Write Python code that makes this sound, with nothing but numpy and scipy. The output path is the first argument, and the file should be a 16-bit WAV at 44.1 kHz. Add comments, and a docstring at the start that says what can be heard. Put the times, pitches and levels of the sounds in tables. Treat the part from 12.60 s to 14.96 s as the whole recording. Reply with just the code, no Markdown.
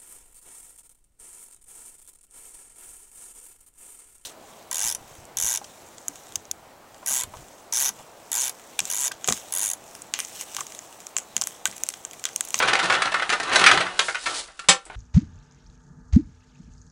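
"""Loose casters chatter over rough concrete, close by in a small workshop, on one microphone.
A wooden trolley with a chair seat on it is pushed to and fro: bumps and grit ring its casters and
board, and sand crackles under the wheels. As it comes to rest, a hand sweeps across the seat,
touches it and slaps it once; a fingernail ticks. Near walls answer briefly, over a low room tone."""
import sys
import numpy as np
from scipy import signal
from scipy.fft import rfft, irfft, next_fast_len
from scipy.io import wavfile
from scipy.ndimage import uniform_filter1d, minimum_filter1d

SR = 44100
rng = np.random.default_rng(int(sys.argv[2]) if len(sys.argv) > 2 else 0)


def unload_wav(signal):
    """Save mono or channel-first audio to the path in sys.argv[1] as 16-bit WAV at rate SR, clipped to [-1, 1]."""
    wavfile.write(
        sys.argv[1],
        SR,
        np.round(np.clip(np.atleast_2d(signal).T, -1, 1) * 32767).astype(np.int16),
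    )


N = 103899
RING_N = 16384  # samples for one blow to die away
RING_T = np.arange(RING_N) / SR

# casters hit bumps: t/s, level/dB, bass/dB, treble/dB, chatter length/s
CASTER_BUMPS = [(.001, -20, 7, -4.5, 0.0033), (.023, -17.5, -1, -0.5, 0.0073), (.075, -19, -8, 5.5, 0.018),
                (.083, -19, 2.5, -2.5, 0.0033), (.132, -16, 5.5, 1.5, 0.0044), (.1535, -19.5, 0, 2, 0.0017),
                (.190, -18.5, -5, -1, 0.011), (.228, -20.5, 10.5, 6.5, 0.018), (.253, -23.5, 7, 5, 0.0082),
                (.298, -14.5, 3, -3, 0.0098), (.324, -22, 8, 7, 0.0047), (.336, -20.5, 5.5, 2, 0.0075),
                (.350, -22.5, -10, -1, 0.0031), (.409, -32.5, 6.5, -8, 0.0055),
                (.420, -17.5, -5, 4.5, 0.0045), (.454, -23, 5, -2, 0.0053), (.474, -24.5, -5, -2, 0.0052),
                (.518, -25, 8, 3, 0.01), (.5415, -17, -1, -2.5, 0.0043), (.596, -24.5, 0, -10, 0.0047),
                (.621, -21, 3.5, -0.5, 0.01), (.693, -24, 5.5, 4, 0.003), (.700, -19.5, -11, 3, 0.0048),
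                (.724, -17, 4, 2.5, 0.015), (.7995, -24, 6, 3, 0.0044), (.83, -29, 11, 12, 0.0069),
                (.916, -18, 5.5, -2, 0.034), (.931, -23.5, 2, 9, 0.0067), (.949, -28, -26, 13, 0.0048),
                (.957, -12, -0.5, 11.5, 0.0078), (.993, -20.5, -4, 13, 0.0062),
                (1.012, -16.5, 5, 3.5, 0.0071), (1.0395, -12.5, -25, 2.5, 0.001),
                (1.062, -3, -36, 1.5, 0.0096), (1.092, -18, -3, -17, 0.0062), (1.113, -12.5, -4, 5, 0.0047),
                (1.134, -19.5, 12, 7, 0.013), (1.174, -17.5, 10, 0.5, 0.0024),
                (1.204, -18.5, 7.5, 1, 0.011), (1.265, -27, -8, -1, .005), (1.3915, -14, -2.5, 7.5, 0.0047),
                (1.483, -22, 5, -14, 0.0095), (1.545, -26.5, -7, -2, 0.0037), (1.553, -27, -10, 0, 0.0026),
                (1.659, -20.5, 1, 2, 0.015), (1.884, -45, 8, -13, 0.003), (1.902, -52, 0, -3, 0.0033),
                (2.041, -45.5, 9, -2, 0.0066), (2.263, -46.5, 15, -9, 0.012), (2.299, -37, 11, -16, 0.0035)]
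# rolling noise, following speed and load: t/s, level/dB
ROLL_LEVEL = [(0, -22), (.2, -31.5), (.36, -26), (.5, -40), (.58, -31.5), (.68, -40), (.76, -37),
              (.79, -40.5), (.88, -27), (.96, -22), (1.12, -22.5), (1.22, -29.5), (1.3, -36), (1.38, -42),
              (1.6, -58), (1.7, -32), (1.8, -46.5), (1.94, -59), (2.28, -59), (2.32, -49), (2.36, -40.5)]
# ring of casters and board: f/Hz, level/dB, t60/s
TROLLEY_MODES = [(129.6, -14, 0.23), (183, -16, 0.51), (786.7, -1.5, 0.47), (945, 0.5, 0.24),
                 (1142, -5.5, 0.3), (1255, 11.5, 0.066), (1330, 6, 0.25), (1492, 9, 0.15), (1806, 8, 0.24),
                 (2040, 11.5, 0.091), (2670, 7, 0.097), (2890, 0.5, 0.29), (3395, -4, 0.19),
                 (4017, -0.5, 0.083)]
# tone of a bump: f/Hz, level/dB
BUMP_TONE = [(40, -43), (90, -22.5), (125, -23), (250, -16), (480, -6.5), (720, 0.5), (1000, -2),
             (1400, 5.5), (2000, 1.5), (2500, -0.5), (4000, -6), (5200, -12), (10000, -21)]
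# tone of the grit: f/Hz, level/dB
GRIT_TONE = [(40, -14), (85, -11), (120, -8), (155, -14), (190, -3.5), (245, -12.5), (310, 0), (500, -1.5),
             (950, 2.5), (1400, 7), (2000, -8.5), (2600, -1.5), (4000, -5), (5200, -16.5), (10000, -30.5)]
# tone of crushed sand: f/Hz, level/dB
SAND_TONE = [(300, -17), (1500, -22), (3500, -31), (6000, 14.5), (10000, -1.5)]
# the hand lands on the seat: t/s, level/dB, bass/dB, treble/dB, contact length/s
HAND_BLOWS = [(1.992, -31.5, -11.5, -6.5, 0.006), (2.0865, -1.5, -3, -2.5, 0.0044)]
# ring of the seat: f/Hz, level/dB, t60/s
SEAT_MODES = [(124, -7.5, .2), (181, -1.5, 0.15), (495, -10, .16), (573, -4.5, 0.13), (788, 5.5, 0.2),
              (1087, 5.5, 0.049), (1312, -4, 0.21), (1363, 6.5, 0.25), (1790, 3, 0.17), (2690, -10, 0.24),
              (2895, -4, 0.114), (3700, -3, 0.027), (7700, 10, 0.11)]
# tone of the slap: f/Hz, level/dB
SLAP_TONE = [(50, -45), (110, -14), (150, -10), (188, -10), (270, -12.5), (550, -2), (800, -9), (1150, 3.5),
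             (1550, -3.5), (2000, -4), (3500, 0), (5500, -3.5), (7500, -2.5), (10500, -9.5)]
# the palm sweeps over the wood: t/s, level/dB
SWEEP_LEVEL = [(1.37, -45.5), (1.42, -35), (1.49, -32.5), (1.57, -44), (1.63, -36.5), (1.71, -33),
               (1.79, -27), (1.83, -34.5), (1.87, -46.5), (1.94, -56.5), (2.05, -53), (2.1, -59.5)]
# tone of skin on wood: f/Hz, level/dB
SWEEP_TONE = [(100, -26), (400, 0.5), (1500, -1), (2600, 0), (4200, 6.5), (6000, 2.5), (8000, 3),
              (10500, -1)]
# tone of the fingernail and of the room's air: f/Hz, level/dB
NAIL_TONE = [(2000, -18), (6500, -10), (7900, 0), (10500, -8)]
AIR_TONE = [(20, 10), (40, 20.5), (80, 2), (150, -6.5), (300, -13), (1400, -19),
            (3000, -103), (10000, -72)]
# decay of the workshop: f/Hz, t60/s
WORKSHOP_DECAY = [(100, 0.11), (500, 0.28), (1500, 0.11), (4000, 0.17), (10000, 0.13)]


def caster_bumps():
    """Loose casters chatter as they drop into pits in the concrete."""
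    return blows(CASTER_BUMPS, TROLLEY_MODES, BUMP_TONE, ring_db=-6.5, room_db=-4.5,
                 attack_s=0.00071, release_s=0.0037, uneven_db=1.0, push_db=-27.5, span_s=0.016)


def rolling_wheels():
    """Wheels rumble over the rough floor, which rings the trolley, and crush loose sand."""
    grit = floor_grains(per_s=2500, spread_db=0)
    rumble = signal.fftconvolve(grit, contact_sound(TROLLEY_MODES, GRIT_TONE, ring_db=-5.5, room_db=-2))
    crack = click_in_room(decay_s=0.0012, room_db=-8, build_s=0.0034)
    sand = signal.fftconvolve(floor_grains(per_s=460, spread_db=12.5), unit(colour(crack, SAND_TONE)))
    return (rumble + undb(-19.5) * sand)[:N]


def floor_grains(per_s, spread_db):
    """Random impulses under the wheels, as strong as the rolling; spread makes a few stand out."""
    sizes = rng.choice([-1, 1], N) * undb(spread_db * np.minimum(rng.exponential(size=N), 3))
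    struck = rng.random(N) < per_s / SR
    return unit(struck * sizes) * np.sqrt(N) * curve(ROLL_LEVEL)


def hand_slap():
    """The flat hand touches the seat, then cracks down on it; the seat thumps and rings."""
    return blows(HAND_BLOWS, SEAT_MODES, SLAP_TONE, ring_db=-10, room_db=-6,
                 attack_s=0.00075, release_s=0.0039, uneven_db=1.7, push_db=-18.5, span_s=0.014)


def blows(table, modes, tone, ring_db, room_db, attack_s, release_s, uneven_db, push_db, span_s):
    """Each blow is a soft push plus a burst of tiny contacts; its level is its energy over span_s."""
    out = np.zeros(N)
    push = unit(np.sin(np.pi * np.minimum(RING_T / 0.0027, 1)))  # a 2.7 ms half sine: the thump
    for start_s, db, bass_db, treble_db, length_s in table:
        envelope = np.minimum(RING_T / attack_s, 1)
        envelope *= np.exp(-np.maximum(RING_T - length_s, 0) / release_s)
        contacts = unit(even_noise(RING_N) * envelope * undb(uneven_db * wobble(RING_N, hold=64)))
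        force = contacts + undb(push_db) * push
        hit = signal.fftconvolve(force, contact_sound(modes, tone, ring_db, room_db))[:RING_N]
        hit = colour(hit, [(400, bass_db), (1200, 0), (2000, 0), (6000, treble_db)])
        add(out, start_s, unit(hit) * undb(db) * np.sqrt(span_s * SR))
    return out


def contact_sound(modes, tone, ring_db, room_db):
    """One contact at the microphone: a click, the room's answer and the ringing modes."""
    click = signal.unit_impulse(RING_N) + undb(room_db) * wall_echoes(build_s=0.0045)
    hz, db, t60 = np.array(modes).T[:, :, None]
    scatter_db = 1.5 * rng.standard_normal(db.shape)  # each blow lands elsewhere, favouring other modes
    partials = undb(db + scatter_db) * np.sin(2 * np.pi * (hz * RING_T + rng.random(hz.shape)))
    ring = np.sum(partials * decay(t60), axis=0)
    return unit(unit(colour(click, tone)) + undb(ring_db) * unit(ring))


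def palm_sweep():
    """Dry skin hisses over the wood, a little grainy."""
    friction = even_noise(N) * undb(1.85 * wobble(N, hold=200))
    return unit(colour(friction, SWEEP_TONE)) * np.sqrt(N) * curve(SWEEP_LEVEL)


def nail_tick(start_s=2.2535, db=-42.5, span_s=0.014):
    """A fingernail meets the seat with one thin click."""
    click = colour(click_in_room(decay_s=0.001, room_db=3, build_s=0.0019), NAIL_TONE)
    out = np.zeros(N)
    add(out, start_s, unit(click) * undb(db) * np.sqrt(span_s * SR))
    return out


def click_in_room(decay_s, room_db, build_s):
    """A tiny burst of noise, heard direct and off the walls."""
    direct = unit(even_noise(RING_N) * np.exp(-RING_T / decay_s))
    return direct + undb(room_db) * wall_echoes(build_s)


def wall_echoes(build_s):
    """Dense echoes off near walls: they build up, then each band dies at its own rate."""
    centres = np.geomspace(100, 10000, 5)
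    spectrum, f = rfft(even_noise(RING_N)), np.fft.rfftfreq(RING_N, 1 / SR)
    tail = 0
    for hz, weights in zip(centres, np.eye(len(centres))):
        band = irfft(spectrum * on_log(f, list(zip(centres, weights))))
        tail += band * decay(on_log(hz, WORKSHOP_DECAY))
    return unit(tail * (1 - np.exp(-RING_T / build_s)))


def room_tone(db=-62):
    """The workshop's air: a faint, low rumble behind everything."""
    return unit(colour(even_noise(N), AIR_TONE)) * np.sqrt(N) * undb(db)


def undb(db):
    """Decibels to gain."""
    return 10 ** (np.asarray(db) / 20)


def unit(x):
    """Scale to an energy of one."""
    return x / np.sqrt(np.sum(x ** 2) + 1e-18)


def decay(t60):
    """A fall of 60 dB every t60 seconds."""
    return np.exp(-np.log(1000) * RING_T / t60)


def curve(table):
    """Gain over time from (t/s, level/dB) points."""
    return undb(np.interp(np.arange(N) / SR, *np.array(table).T))


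def on_log(hz, table):
    """Read (f/Hz, value) points on a log-frequency axis."""
    f, values = np.array(table).T
    return np.interp(np.log(hz + 1e-3), np.log(f), values)


def colour(x, table):
    """Minimum-phase filter through (f/Hz, level/dB) points."""
    n = 2 * next_fast_len(len(x))
    gain = undb(on_log(np.fft.rfftfreq(n, 1 / SR), table))
    cepstrum = irfft(np.log(gain))
    cepstrum[1:n // 2] *= 2
    cepstrum[n // 2 + 1:] = 0
    return irfft(rfft(x, n) * np.exp(rfft(cepstrum)))[:len(x)]


def add(out, start_s, x):
    """Mix a sound in at a time."""
    i = int(start_s * SR)
    out[i:i + len(x)] += x[:N - i]


def even_noise(size):
    """Noise with random phases and a flat spectrum."""
    return irfft(np.exp(2j * np.pi * rng.random(size // 2 + 1)), size) * np.sqrt(size)


def wobble(count, hold):
    """A random wobble with a spread of one, held for about `hold` samples."""
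    return unit(uniform_filter1d(rng.standard_normal(count), hold)) * np.sqrt(count)


def top_cut(x):
    """Steep low-pass at 10750 Hz."""
    taps = signal.firwin(131, 10750, window=("kaiser", 11), fs=SR)
    return signal.fftconvolve(x, taps[None], mode="same")


def scene():
    """Trolley, hand and workshop air as they reach the microphone, in mono."""
    air = room_tone()
    trolley = caster_bumps() + rolling_wheels()
    hand = hand_slap() + palm_sweep() + nail_tick()
    return (trolley + hand + air)[None]


def record(dry):
    """Behind the microphone, a fast limiter holds down the loudest peaks; the top is cut steeply."""
    ceiling, window = 0.95, int(0.0015 * SR)
    heard = top_cut(dry)
    gain = minimum_filter1d(ceiling / np.maximum(np.abs(heard), ceiling), window)
    return top_cut(heard * uniform_filter1d(gain, window))


dry = scene()
out = record(dry)
unload_wav(out)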